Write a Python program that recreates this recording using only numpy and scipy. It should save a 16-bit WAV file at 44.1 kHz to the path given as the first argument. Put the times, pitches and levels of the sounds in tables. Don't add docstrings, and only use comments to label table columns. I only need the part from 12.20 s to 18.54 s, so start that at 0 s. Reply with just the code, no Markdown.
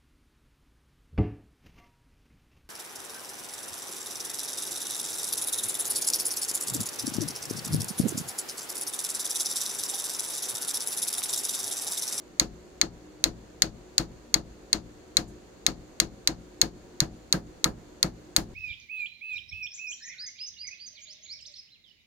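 import sys
import numpy as np
from scipy import signal
from scipy.fft import irfft
from scipy.io import wavfile
from scipy.ndimage import uniform_filter1d, minimum_filter1d

SR = 44100
rng = np.random.default_rng(int(sys.argv[2]) if len(sys.argv) > 2 else 0)


def store_wav(level_fs):
    pcm = np.round(np.clip(np.atleast_2d(level_fs), -1, 1) * 32767)
    wavfile.write(sys.argv[1], SR, pcm.T.astype(np.int16))


N = 279594

# [f/Hz, level/dB per third octave]
AIR_LEVELS = [(25, -80), (40, -69.5), (55, -61), (95, -71.5), (200, -62.5), (270, -61), (335, -66),
              (450, -57), (800, -69), (1500, -68.5), (3000, -74.5), (4300, -80), (6000, -78.5),
              (13000, -76.5)]
# [f/Hz, likeness from 0 to 1]
STEREO_LIKENESS = [(50, 0.81), (250, 0.68), (600, 0.067), (1500, 0.044), (4000, 0.029)]
# [f/Hz, width/Hz, level/dB]
HUM_TONES = [(305.2, 5.8, -59), (359.7, 9.2, -58.5), (760, 8.3, -72), (963, 13, -75)]
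# [t/s, force/dB against a usual blow, give of the pin from 0 to 1]
BLOWS = [(0.1973, 1, 0.2), (0.6139, -1.5, 0.12), (1.0401, 0.5, 0.22), (1.4207, 0, 0), (1.7807, 0.6, 0.26),
         (2.1416, -0.3, 0.36), (2.5297, -0.9, 0.05), (2.969, 0.4, 0.1), (3.4651, 0, 0.12), (3.8003, 0, 0),
         (4.0741, -1, 0.22), (4.4148, 0.6, 0.28), (4.8035, -0.5, 0.42), (5.1259, 0.5, 0.77), (5.4426, 0, 1),
         (5.8286, -1, 0.51), (6.1636, 1.5, 0.41)]
# [f/Hz, relative level/dB, 60 dB fade time/s]
STEEL_MODES = [(1765, -20, 0.028), (2140, -16.5, 0.026), (3903, -10, 0.01), (4127, -21, 0.032),
               (4190, -11, 0.016), (4700, -16.5, 0.018), (4440, -40, 0.15), (6464, -14, 0.014),
               (7150, -24.5, 0.024), (7500, -15.5, 0.015), (9000, -25.5, 0.0067), (11720, -25.5, 0.0097),
               (12200, -25, 0.017)]
# [f/Hz, relative level/dB, 60 dB fade time/s]
BENCH_MODES = [(54.3, -30.5, 0.41), (76.3, -39, 0.17), (116.5, -43.5, 0.71), (169.2, -39.5, 0.51),
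               (211.7, -33.5, 0.38), (244.5, -36.5, 0.37), (318.5, -27.5, 0.2), (342.1, -30.5, 0.2),
               (400, -39.5, 0.34), (446, -42.5, 0.15), (528, -42.5, 0.17), (626, -54.5, 0.23),
               (721, -43, 0.29), (952, -46, 0.18)]
# [f/Hz, relative level/dB, 60 dB fade time/s]
STOCK_MODES = [(142, -31, 0.08), (179, -31, 0.087), (310, -37.5, 0.056), (537, -42, 0.0045),
               (680, -46.5, 0.024), (1274, -37, 0.05), (1580, -39.5, 0.05)]
# [f/Hz, relative level/dB per third octave, 60 dB fade time/s]
WORKSHOP_RING = [(40.5, -45.5, 0.51), (160, -37.5, 0.32), (284, -30.5, 0.23), (505, -36, 0.19),
                 (1150, -41.5, 0.16), (2080, -37.5, 0.14), (3150, -38, 0.15), (4500, -36, 0.15),
                 (6040, -37, .15), (8670, -45, 0.14), (13600, -47, 0.14)]
# [f/Hz, level/dB against the workshop ring]
CLATTER_LEVELS = [(100, 4), (500, -0.5), (1200, 7.5), (2500, 12.5), (4500, 21), (8000, 22.5), (14000, 19.5)]
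# [f/Hz, delay t/s]
SPREAD_DELAYS = [(200, .012), (700, 0.0049), (1500, 0.0014), (4000, 0.00033)]
# [t/s, relative level/dB]
TICKS = [(3.074, -58)]
# [f/Hz, width/Hz, level/dB]
LEFT_PORT = [(4370, 830, 14), (9450, 2400, -5.5), (10980, 850, 3)]
RIGHT_PORT = [(6700, 1120, 16), (2920, 1200, 1.5), (11360, 1800, -4.5)]

# [level/dB at a usual blow on a stuck pin, dB per dB of force, dB added at full give]
STEEL_RULE = (-2, 1.4, -3.5)
BENCH_RULE = (-2, 1.3, 3.6)
STOCK_RULE = (5, 0.5, 6)
EDGE_RULE = (4, 2.9, 0.5)
JOLT_RULE = (-3.5, 0.3, 15.0)

WOOD_PAN_DB, GIVE_PAN_DB = 5.5, -7
SUNK_DAMPING_DB_PER_S, SUNK_EDGE_DB = 197, 3.5
LIMITER_CEILING_DB = -0.4
MICROPHONE_TOP_HZ, CUTOFF_HZ = 13000, 16900
SIDES = np.array([[0.5], [-0.5]])


def from_db(db):
    return 10 ** (np.asarray(db) / 20)


def at_hz(table, hz, axis=1):
    table = np.array(table)
    return np.interp(np.log(hz), np.log(table[:, 0]), table[:, axis])


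def add(track, sound, s):
    start = int(round(s * SR))
    track[..., start:start + sound.shape[-1]] += sound[..., :N - start]


def noise_bands(size):
    centres = 25 * 2 ** (np.arange(29) / 3)
    white = rng.standard_normal((2, 2, size + SR // 4))
    bands = []
    for k, hz in enumerate(centres):
        edges = [hz / 2 ** (1 / 6), hz * 2 ** (1 / 6)]
        sos = signal.butter(2, edges, "band", fs=SR, output="sos")
        mid, side = signal.sosfilt(sos, white[k % 2])[:, -size:]
        alike = at_hz(STEREO_LIKENESS, hz)
        shared = np.sqrt(1 + alike) * mid
        opposed = np.sqrt(1 - alike) * side * np.array([[1], [-1]])
        pair = shared + opposed
        bands.append(pair / pair.std())
    return centres, np.array(bands)


def air():
    centres, bands = noise_bands(N)
    return np.einsum("b,bct->ct", from_db(at_hz(AIR_LEVELS, centres)), bands)


def hum():
    out = np.zeros(N)
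    for hz, width_hz, db in HUM_TONES:
        b, a = signal.iirpeak(hz, hz / width_hz, fs=SR)
        tone = signal.lfilter(b, a, rng.standard_normal(N + SR))[SR:]
        out += from_db(db) * tone / tone.std()
    return out


def response(rule, force_db, give):
    usual_db, per_force, give_db = rule
    return usual_db + per_force * force_db + give_db * give


def dying(t, t60):
    return np.exp(-np.log(1000) * t / t60)


def ring_fades(t, centres, build_s=0.0057, clatter_t60=0.021):
    ring_db = at_hz(WORKSHOP_RING, centres)[:, None]
    ring_t60 = at_hz(WORKSHOP_RING, centres, axis=2)[:, None]
    age = np.maximum(t - at_hz(SPREAD_DELAYS, centres)[:, None], 0)
    ring = from_db(ring_db) * dying(age, ring_t60) * (1 - np.exp(-age / build_s))
    clatter_db = ring_db + at_hz(CLATTER_LEVELS, centres)[:, None]
    return ring + from_db(clatter_db) * dying(t, clatter_t60)


def crack(t, level_db, sweep_s, low_hz, high_hz, rough, size=512):
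    hz = np.fft.rfftfreq(size, 1 / SR) + 1
    delay = sweep_s * np.sqrt(1000 / np.maximum(hz, 1000))
    shape = hz / np.hypot(hz, low_hz) / (1 + (hz / high_hz) ** 2)
    phase = -2 * np.pi * np.cumsum(delay) * SR / size
    pulse = irfft(shape * np.exp(1j * phase))
    chatter = rough * rng.standard_normal(size) * dying(t[:size], t60=0.006)
    chatter[0] = 1
    sound = np.convolve(pulse / np.abs(pulse).max(), chatter)
    return from_db(level_db) * np.pad(sound, (0, len(t)))[:len(t)]


def struck(modes, t, scatter_db, detune):
    out = np.zeros(len(t))
    for k, (hz, db, t60) in enumerate(modes):
        strength, grip = rng.standard_normal(2)
        level = (-1) ** k * from_db(db + scatter_db * strength)
        out += level * dying(t, t60) * np.sin(2 * np.pi * hz * (1 + detune * grip) * t)
    return out


def steel_clink(t, steel_db, edge_db, depth, left_lag_s=0.000085):
    high_hz = 12000 * from_db(edge_db / 2)
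    clink = crack(t, level_db=2.0, sweep_s=0.0014155, low_hz=2380, high_hz=high_hz, rough=0.15)
    ring = struck(STEEL_MODES, t, scatter_db=3.5, detune=0.007)
    clink += from_db(steel_db / 2 - SUNK_DAMPING_DB_PER_S * depth * t) * ring
    return np.array([np.interp(t - left_lag_s, t, clink, left=0), clink])


def bench_thump(t, bench_db, pan_db):
    level = from_db(bench_db / 2 + 0.64 * pan_db * SIDES)
    return level * struck(BENCH_MODES, t, scatter_db=1.35, detune=0.005)


def stock_jolt(t, jolt_db, pan_db):
    level = from_db(jolt_db + 0.28 * pan_db * SIDES)
    return level * struck(STOCK_MODES, t, scatter_db=6.0, detune=0.027)


def hammering(repeat=0.62, bench_lag_s=0.01199, jolt_lag_s=0.0145, steel_pan_db=2.0):
    t, out = np.arange(int(0.7 * SR)) / SR, np.zeros((2, N))
    centres, same_echoes = noise_bands(len(t))
    _, fresh_echoes = noise_bands(N)
    fades = ring_fades(t, centres)
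    times, forces_db, gives = np.transpose(BLOWS)
    depths = np.cumsum(gives) / gives.sum()
    for s, force_db, give, depth in zip(times, forces_db, gives, depths):
        steel_db = response(STEEL_RULE, force_db, give)
        bench_db = response(BENCH_RULE, force_db, give)
        stock_db = response(STOCK_RULE, force_db, give)
        edge_db = response(EDGE_RULE, force_db, give) + SUNK_EDGE_DB * depth
        jolt_db = response(JOLT_RULE, force_db, give)
        pan_db = WOOD_PAN_DB + GIVE_PAN_DB * give

        start = rng.integers(N - len(t))
        fresh = fresh_echoes[..., start:start + len(t)]
        echoes = np.sqrt(repeat) * same_echoes + np.sqrt(1 - repeat) * fresh
        colour = [(300, bench_db), (700, stock_db), (1600, stock_db),
                  (3000, steel_db), (7000, steel_db), (10000, edge_db)]
        lean_db = at_hz([(900, pan_db), (2500, steel_pan_db)], centres)
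        levels = from_db(at_hz(colour, centres) + SIDES * lean_db)
        add(out, np.einsum("cb,bt,bct->ct", levels, fades, echoes), s)

        add(out, steel_clink(t, steel_db, edge_db, depth), s)
        add(out, bench_thump(t, bench_db, pan_db), s + bench_lag_s)
        add(out, stock_jolt(t, jolt_db, pan_db), s + jolt_lag_s)
    return out


def ticks(low_hz=7000, high_hz=12000, swell_s=0.011):
    t, out = np.arange(SR // 8) / SR, np.zeros(N)
    sos = signal.butter(2, [low_hz, high_hz], "band", fs=SR, output="sos")
    swell = t / swell_s * np.exp(1 - t / swell_s)
    for s, db in TICKS:
        scrape = signal.sosfilt(sos, rng.standard_normal(len(t)))
        add(out, from_db(db) * swell * scrape, s)
    return out


def scene():
    return air() + hum() + hammering() + ticks()


def port(x, resonances):
    for hz, width_hz, db in resonances:
        w = 2 * np.pi * hz / SR
        damping = np.sin(w) * width_hz / (2 * hz)
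        top = damping * from_db(max(db, 0))
        bottom = damping * from_db(max(-db, 0))
        middle = -2 * np.cos(w)
        x = signal.lfilter([1 + top, middle, 1 - top], [1 + bottom, middle, 1 - bottom], x)
    return x


def gain_control(x, threshold_db, depth_db, hold_s, glide_s):
    peak_db = 20 * np.log10(np.abs(x).max(0) + 1e-9)
    over = np.clip(peak_db - threshold_db, 0, depth_db)
    half = int(hold_s * SR / 2)
    held = -minimum_filter1d(-over, 2 * half + 1, origin=half, mode="constant")
    ramp = depth_db / glide_s * np.arange(N) / SR
    return x * from_db(ramp - np.maximum.accumulate(held + ramp))


def limiter(x, release_db_per_s, size=45):
    over = np.maximum(20 * np.log10(np.abs(x) + 1e-9) - LIMITER_CEILING_DB, 0)
    ramp = release_db_per_s * np.arange(N) / SR
    cut = np.maximum.accumulate(over + ramp, axis=1) - ramp
    return x * from_db(uniform_filter1d(minimum_filter1d(-cut, size), size))


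def record(dry):
    x = np.array([port(dry[0], LEFT_PORT), port(dry[1], RIGHT_PORT)])
    x = signal.sosfilt(signal.butter(2, MICROPHONE_TOP_HZ, fs=SR, output="sos"), x)
    x = gain_control(x, threshold_db=-24.0, depth_db=5.5, hold_s=0.05, glide_s=0.054)
    x = limiter(x, release_db_per_s=437.5)
    return signal.sosfilt(signal.cheby2(16, 80, CUTOFF_HZ, fs=SR, output="sos"), x)


dry = scene()
out = record(dry)
store_wav(out)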